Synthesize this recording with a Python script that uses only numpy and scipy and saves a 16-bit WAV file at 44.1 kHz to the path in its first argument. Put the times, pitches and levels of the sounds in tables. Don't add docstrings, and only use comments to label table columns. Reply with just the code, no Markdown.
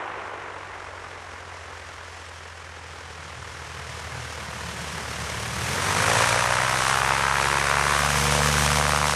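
import sys
import numpy as np
from scipy import signal
from scipy.fft import irfft
from scipy.io import wavfile
from scipy.ndimage import uniform_filter1d

SR = 44100
rng = np.random.default_rng(int(sys.argv[2]) if len(sys.argv) > 2 else 0)


def ratio_of_db(decibels):
    return 10 ** (np.asarray(decibels, float) / 20)


def to_wav(sig):
    pcm = np.clip(np.atleast_2d(sig), -1, 1) * 32767
    pcm = np.round(pcm).astype(np.int16)
    wavfile.write(sys.argv[1], SR, pcm.T)


N = 403515
T = np.arange(N) / SR

THROTTLE_S, TURN_S = 5.586, 6.8
BEHIND_S, ABEAM_S = 7.95, 8.51
FIRST_CUT_TURNS = .23


def evened(x):
    return x / np.sqrt(np.mean(x ** 2) + 1e-20)


def levelled(x):
    return x / np.sqrt(uniform_filter1d(x ** 2, size=12000) + 1e-9)


def curves(rows):
    s, *columns = np.transpose(rows)
    return [np.interp(T, s, c) for c in columns]


def ramp(start_s, length_s):
    return np.sin(np.pi / 2 * np.clip((T - start_s) / length_s, 0, 1)) ** 2


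def bump(centre_s, width_s):
    return np.exp(-.5 * ((T - centre_s) / width_s) ** 2)


def drift(top_hz):
    b, a = signal.butter(1, top_hz / SR * 2)
    once = signal.lfilter(b, a, rng.standard_normal(N))
    return evened(signal.lfilter(b, a, once))


def colour(x, points, even=True):
    hz, db = np.transpose(points)
    full_hz = abs(np.fft.fftfreq(8192, 1 / SR))
    full_db = np.interp(np.log(full_hz + 1), np.log(hz + 1), db, left=-90, right=-90)
    log_gain = np.log(ratio_of_db(full_db))
    taps = np.fft.ifft(np.exp(np.conj(signal.hilbert(log_gain)))).real[:4096]
    if even:
        taps = taps / np.linalg.norm(taps)
    return signal.oaconvolve(x, taps)[:N]


# (time [s], blade passes [1/s])
SPEED = [(0.0, 52.66), (0.35, 49.08), (0.7, 46.31), (1.4, 43.55), (2.45, 42.11), (3.5, 40.52), (4.2, 39.21),
         (4.9, 38.08), (5.45, 37.24), (5.6, 38.61), (5.9, 49.36), (6.15, 56.24), (6.45, 61.56),
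         (6.85, 65.68), (7.3, 68.67), (7.9, 71.72), (8.5, 73.38), (9.15, 74.18)]
# (time [s], distance [m])
DISTANCE = [
    (0, 142),
    (1.8, 99),
    (2.5, 114),
    (4, 48.6),
    (5.1, 30.3),
    (5.5, 24.3),
    (7, 14.9),
    (8.6, 12.6),
    (9.15, 14.7),
]


def flight():
    closest_m, idle_hz, full_hz = 12, 37.5, 74.2
    surge_s, surge_rise_s, surge_fall_s = 6.194, 0.41, 0.38
    surge = np.where(T < surge_s, bump(surge_s, surge_rise_s), np.exp(-((T - surge_s) / surge_fall_s)))
    return dict(
        loss_db=20 * np.log10(closest_m / curves(DISTANCE)[0]),
        speed=(curves(SPEED)[0] - idle_hz) / (full_hz - idle_hz),
        flare=np.exp(-T / 1),
        throttle=ramp(THROTTLE_S, 0.59),
        surge=surge * ramp(THROTTLE_S - .1, 0.21),
        abeam=bump(ABEAM_S, 0.39),
        behind=ramp(BEHIND_S, 0.23))


FLIGHT = flight()

# (level when closest [dB], share of distance loss [dB/dB], then gain at full
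# speed, flare, throttle, surge, abeam, behind [dB])
LEVELS = dict(tone1=(-58, 1.7, 23.5, .1, 0.8, 8, 4, 1.3), tone2=(-40, 0.36, 1.5, -9, 0.45, 7.5, 8, 1.5),
          tone3=(-30, 1.95, -0.4, 6, -14, 10.5, 7.5, 2.5), firing=(-55, 0.5, -2, .1, 13, 5, 1.5, 0.5),
          pipe=(-46, 1.4, 0.37, 14, -5.5, 13, 0, 12.5), roar=(-29.5, 0.7359, 0.9, 12.5, 3, 7, -0.2, -0.35),
          slap=(-41.5, 0.85, 4.0, 11, 12.5, 1.6, -1.7, -1), hiss=(-30, 1.0133, -0.77, -2.5, -.5, 7.5, 5, 0))


def level(layer):
    base_db, *gains = LEVELS[layer]
    return base_db + np.dot(gains, list(FLIGHT.values()))


def tones(turns):
    third_db = level('tone3')
    levels_db = [level('tone1'), level('tone2'), third_db, np.minimum(third_db - 12, -57)]
    out = np.zeros(N)
    for k, db in enumerate(levels_db, 1):
        phase = 2 * np.pi * k * (turns - .5) + 0.064 * drift(24.0)
        out += np.sqrt(2) * ratio_of_db(db + 0.59 * drift(14.0)) * np.cos(phase)
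    return out


def chop_share():
    return .25 + .18 * ramp(THROTTLE_S, 1.1) - .15 * bump(ABEAM_S - .15, .25)


def struts():
    head_on, side_on, closed = .3, .24, .095
    gap = side_on + (head_on - side_on) * np.exp(-np.maximum(T - TURN_S, 0) / .55)
    gap = np.maximum(gap - .22 * np.maximum(T - BEHIND_S - .1, 0), closed)
    first_db, turned_db, behind_db = 1.5, 5, 4.5
    turned, behind = ramp(TURN_S - .05, 0.11), ramp(BEHIND_S + .15, .2)
    return gap, first_db + (turned_db - first_db) * turned + (behind_db - turned_db) * behind


def gate(turns, place, width):
    return np.exp(-.5 * (((turns - place + .5) % 1 - .5) / width) ** 2)


def wake(turns):
    gap, second_db = struts()
    first = ratio_of_db(-second_db / 6) * gate(turns, FIRST_CUT_TURNS + .05, .05)
    second = ratio_of_db(second_db / 6) * gate(turns, FIRST_CUT_TURNS + gap + .02, .04)
    return first + second + .55 * gate(turns, FIRST_CUT_TURNS + gap / 2 + .05, .09)


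# (frequency [Hz], density [dB/Hz])
DULL_ROAR = [(150, -18), (250, -14.5), (380, -2.5), (520, -2), (620, -3), (1000, 1), (1500, -2.5),
             (2100, -8), (2800, -14), (4000, -28.5), (6000, -60)]
SHARP_ROAR = [(150, -27), (250, -4.5), (330, -14), (470, -0.5), (620, -10.5), (1070, -1), (1350, 0),
              (1700, 1.5), (2200, -1.5), (3000, -14), (5000, -15)]
POWER_ROAR = [(200, -21), (300, -21.5), (400, -9.5), (520, -8), (700, -5), (1000, -0.5), (1400, -2.5),
              (1900, -4.5), (2500, -9), (3300, -20), (5000, -23)]


def roar(turns):
    chop = np.clip(chop_share(), 0, 1)
    dull = np.clip(0.5 + 0.5 * FLIGHT['flare'], 0, 1)
    power = ramp(THROTTLE_S, 0.98)
    burst = evened(wake(turns) * ratio_of_db(.6 * drift(40.0)))
    churn = ratio_of_db(0.73 * drift(26.0))
    drive = (chop * burst + (1 - chop) * churn) * rng.standard_normal(N)
    idle = dull * colour(drive, DULL_ROAR) + (1 - dull) * colour(drive, SHARP_ROAR)
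    return ratio_of_db(level('roar')) * levelled((1 - power) * idle + power * colour(drive, POWER_ROAR))


def clicks(turns, jitter_s, spread_db):
    passes = np.arange(1, int(turns[-1]))
    chance = rng.standard_normal((len(passes), 2))
    at = np.interp(passes, turns, np.arange(N)) + jitter_s * SR * chance[:, 0]
    size = ratio_of_db(spread_db * chance[:, 1])
    out = np.zeros(N + 2)
    out[at.astype(int)] += size * (1 - at % 1)
    out[at.astype(int) + 1] += size * (at % 1)
    return out[:N]


def chirped(x, late_s):
    phase = 2 * np.pi * np.cumsum(late_s) * SR / 1024
    return signal.oaconvolve(x, irfft(np.exp(-1j * phase))[:512])[:N]


# (frequency [Hz], level [dB])
SOFT_SLAP = [(250, -40), (390, -20), (450, -7), (540, 0), (650, -2), (800, -5), (1000, -7), (1500, -10),
             (2500, -19), (4000, -35)]
HARD_SLAP = [(250, -36), (320, -22), (370, -13), (600, -9), (800, -2), (1000, 0), (1300, -1), (1650, -2),
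             (2100, -7), (3000, -15), (5000, -28)]


def slaps(turns):
    flip_s, flipping_s = 8.05, .35
    level_db = level('slap') - 3.5 * bump(flip_s + flipping_s / 2, flipping_s / 3)
    gap, second_db = struts()
    soft = np.exp(-np.maximum(T - 6.05, 0) / .45) + .4 * ramp(BEHIND_S + .15, .2)
    first = clicks(turns - FIRST_CUT_TURNS, .00004, 1.0)
    second = ratio_of_db(second_db) * clicks(turns - FIRST_CUT_TURNS - gap, .00004, 1.0)
    second *= 1 - 2 * ramp(flip_s, flipping_s)
    hz = np.fft.rfftfreq(1024, 1 / SR)
    late_s = .0003 + .002 * np.clip(1 - hz / 1600, 0, 1)
    drive = chirped(first, late_s) + np.roll(chirped(second, .0026 - late_s), -round(.002 * SR))
    slap = soft * colour(drive, SOFT_SLAP) + (1 - soft) * colour(drive, HARD_SLAP)
    return -ratio_of_db(level_db + 1.5) * levelled(slap)


def engine(turns):
    firings_per_pass = 1.655
    firing_db, pipe_db = level('firing'), level('pipe')
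    honk_db = 16.0 * np.exp(-((T - 5.58) / .42) ** 2)
    levels_db = [firing_db + 1 + honk_db / 3, firing_db - 9 + 1.1 * honk_db, firing_db - 7 + .9 * honk_db,
                 pipe_db - honk_db / 4, pipe_db - 5 - honk_db / 4]
    out = np.zeros(N)
    for k, db in enumerate(levels_db, 1):
        phase = 2 * np.pi * k * firings_per_pass * turns + .2 * drift(6.0)
        out += np.sqrt(2) * ratio_of_db(db + 1.5 * drift(6.0)) * np.cos(phase)
    return out


# (frequency [Hz], density [dB/Hz])
FAR_HISS = [(1200, -30), (2200, -7), (3000, -1.5), (3700, -6), (4600, -7.5), (5400, -5), (7080, -9.5),
            (9000, -13.5), (11500, -23), (14000, -32)]
NEAR_HISS = [(1200, -41), (2200, -4.5), (2900, -3.5), (4640, -7), (6030, -4), (7280, -9), (8530, -7),
             (10300, -11.5), (12000, -17.5), (14000, -13)]
# (time [s], gain [dB], half length [s])
PUFFS = [
    (2.24, 2.5, .15),
    (5.254, 0, 0.025),
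    (6.24, 1.5, 0.089),
    (6.87, 3, 0.073),
    (7.466, 1.5, 0.039),
    (7.96, 1, 0.075),
    (8.208, 1, 0.032),
    (9.09, 2.5, 0.05),
]


def hiss(turns):
    level_db = level('hiss') + sum(db * bump(s, width_s) for s, db, width_s in PUFFS)
    near = np.clip((level_db + 47.5) / 18, 0, 1)
    chopped = 1 + 1.11 * chop_share() * wake(turns)
    flutter_db = 0.51 * drift(32.0) + 0.76 * drift(65.0)
    air = evened(chopped * ratio_of_db(flutter_db) * rng.standard_normal(N))
    return ratio_of_db(level_db) * ((1 - near) * colour(air, FAR_HISS) + near * colour(air, NEAR_HISS))


# (time [s], jolt [dB])
CRUST_BREAKS = [
    (4.886, 3),
    (4.982, 3),
    (5.113, 3),
    (5.205, 3),
    (5.302, 4),
    (5.464, 3),
]


def crunch():
    s, db = np.transpose(CRUST_BREAKS)
    jolts_db = np.zeros(N)
    jolts_db[(s * SR).astype(int)] = db
    bell = np.exp(-.5 * (np.arange(-1000, 1001) / SR / 0.0041) ** 2)
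    return ratio_of_db(signal.oaconvolve(jolts_db, bell, "same"))


# (frequency [Hz], density [dB/Hz])
TYRES = [(20, -43), (45, -42), (80, -0.5), (120, 3.5), (170, 3), (220, -4), (300, -33), (400, -38)]
# (frequency [Hz], level [dB])
SOFT_SNOW = [(20, 0), (140, 1), (210, -10), (400, -14)]
# (time [s], level [dB])
WHEELS = [
    (0, -64.5),
    (2.6, -59.5),
    (3.4, -47),
    (4.3, -41.5),
    (5.5, -40),
    (5.96, -36),
    (6.55, -47),
    (8.2, -50),
    (9.15, -47),
]


def rumble():
    lumps = ratio_of_db(.8 * drift(10.0)) * rng.standard_normal(N)
    wheels = evened(colour(lumps, TYRES))
    near = ramp(4.15, 0.38)
    heard = near * wheels + (1 - near) * colour(wheels, SOFT_SNOW, even=False)
    return ratio_of_db(curves(WHEELS)[0]) * heard


# (frequency [Hz], density [dB/Hz])
WIND = [(15, -20), (30, -11), (50, 1), (70, 8), (110, -18), (200, -40)]


def breeze():
    return ratio_of_db(-58 + 2.0 * drift(1.5)) * evened(colour(rng.standard_normal(N), WIND))


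# (frequency [Hz], level [dB])
MOTOR = [(150, -66)]


def hum():
    return sum(np.sqrt(2) * ratio_of_db(db) * np.sin(2 * np.pi * hz * T) for hz, db in MOTOR)


# (frequency [Hz], side minus mid [dB])
LOW_SIDE = [(20, -11), (150, -44), (300, -26.5), (700, -18.5), (1250, -23.5), (1900, -34), (3200, -34.5),
            (6000, -36)]
TOP_SIDE = [(6000, -60), (7500, -24), (8500, -14.5), (11700, -6.5), (12300, -30), (14000, -40)]
# (opens [s], rise [s], closes [s], fall [s])
WIDE_SPELLS = [
    (4.3, 1.4, 5.95, .3),
    (6.35, .25, 8.1, .3),
]


def width(mid, blades):
    scatter = rng.standard_normal(1300) * ratio_of_db(-60 * np.arange(1300) / SR / .04)
    scattered = signal.oaconvolve(mid, scatter / np.linalg.norm(scatter))[:N]
    low_db = -2 - .25 * FLIGHT['loss_db'] - 3 * FLIGHT['behind']
    is_open = sum(ramp(a, rise) - ramp(b, fall) for a, rise, b, fall in WIDE_SPELLS)
    top_db = -21 * (1 - is_open)
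    side = ratio_of_db(low_db + 2.0 * drift(12.0)) * colour(scattered, LOW_SIDE, even=False)
    side += ratio_of_db(top_db + 4.3 * drift(11.0)) * colour(scattered, TOP_SIDE, even=False)
    lean_db = .75 * bump(7.1, .9) - .1
    return side + blades * (ratio_of_db(lean_db / 2) - 1)


def scene():
    turns = .18 + np.cumsum(curves(SPEED)[0]) / SR
    heard = turns + .045 * np.maximum(T - TURN_S, 0)
    jolt = crunch()
    blades = roar(heard) * jolt + slaps(heard)
    mid = tones(turns) + blades + engine(turns) + hiss(heard) * jolt + rumble() + breeze() + hum()
    side = width(mid, blades)
    return np.array([mid + side, mid - side])


def top_cut(x):
    return signal.sosfilt(signal.butter(12, 13480, fs=SR, output="sos"), x)


def record(dry):
    hz, t, z = signal.stft(dry, SR, nperseg=1024)
    edge_hz = 13250 + 65 * FLIGHT['loss_db'] - 750 * FLIGHT['flare'] + 300 * FLIGHT['behind']
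    top_hz = np.interp(t, T, edge_hz - 1050 * ramp(THROTTLE_S, .7))
    patches = np.kron(rng.standard_normal((103, 200)), np.ones((5, 4)))[:len(hz), :len(t)]
    slow = np.repeat(rng.standard_normal(200), 4)[:len(t)]
    spikes = np.maximum(rng.standard_normal(len(t)) + slow - 1.2, 0) * (t > 6.25)
    kept = hz[:, None] < top_hz + 400 * patches + 1000 * spikes
    mix = signal.istft(z * kept, SR, nperseg=1024)[1][:, :N]
    return top_cut(mix)


dry = scene()
out = record(dry)
to_wav(out)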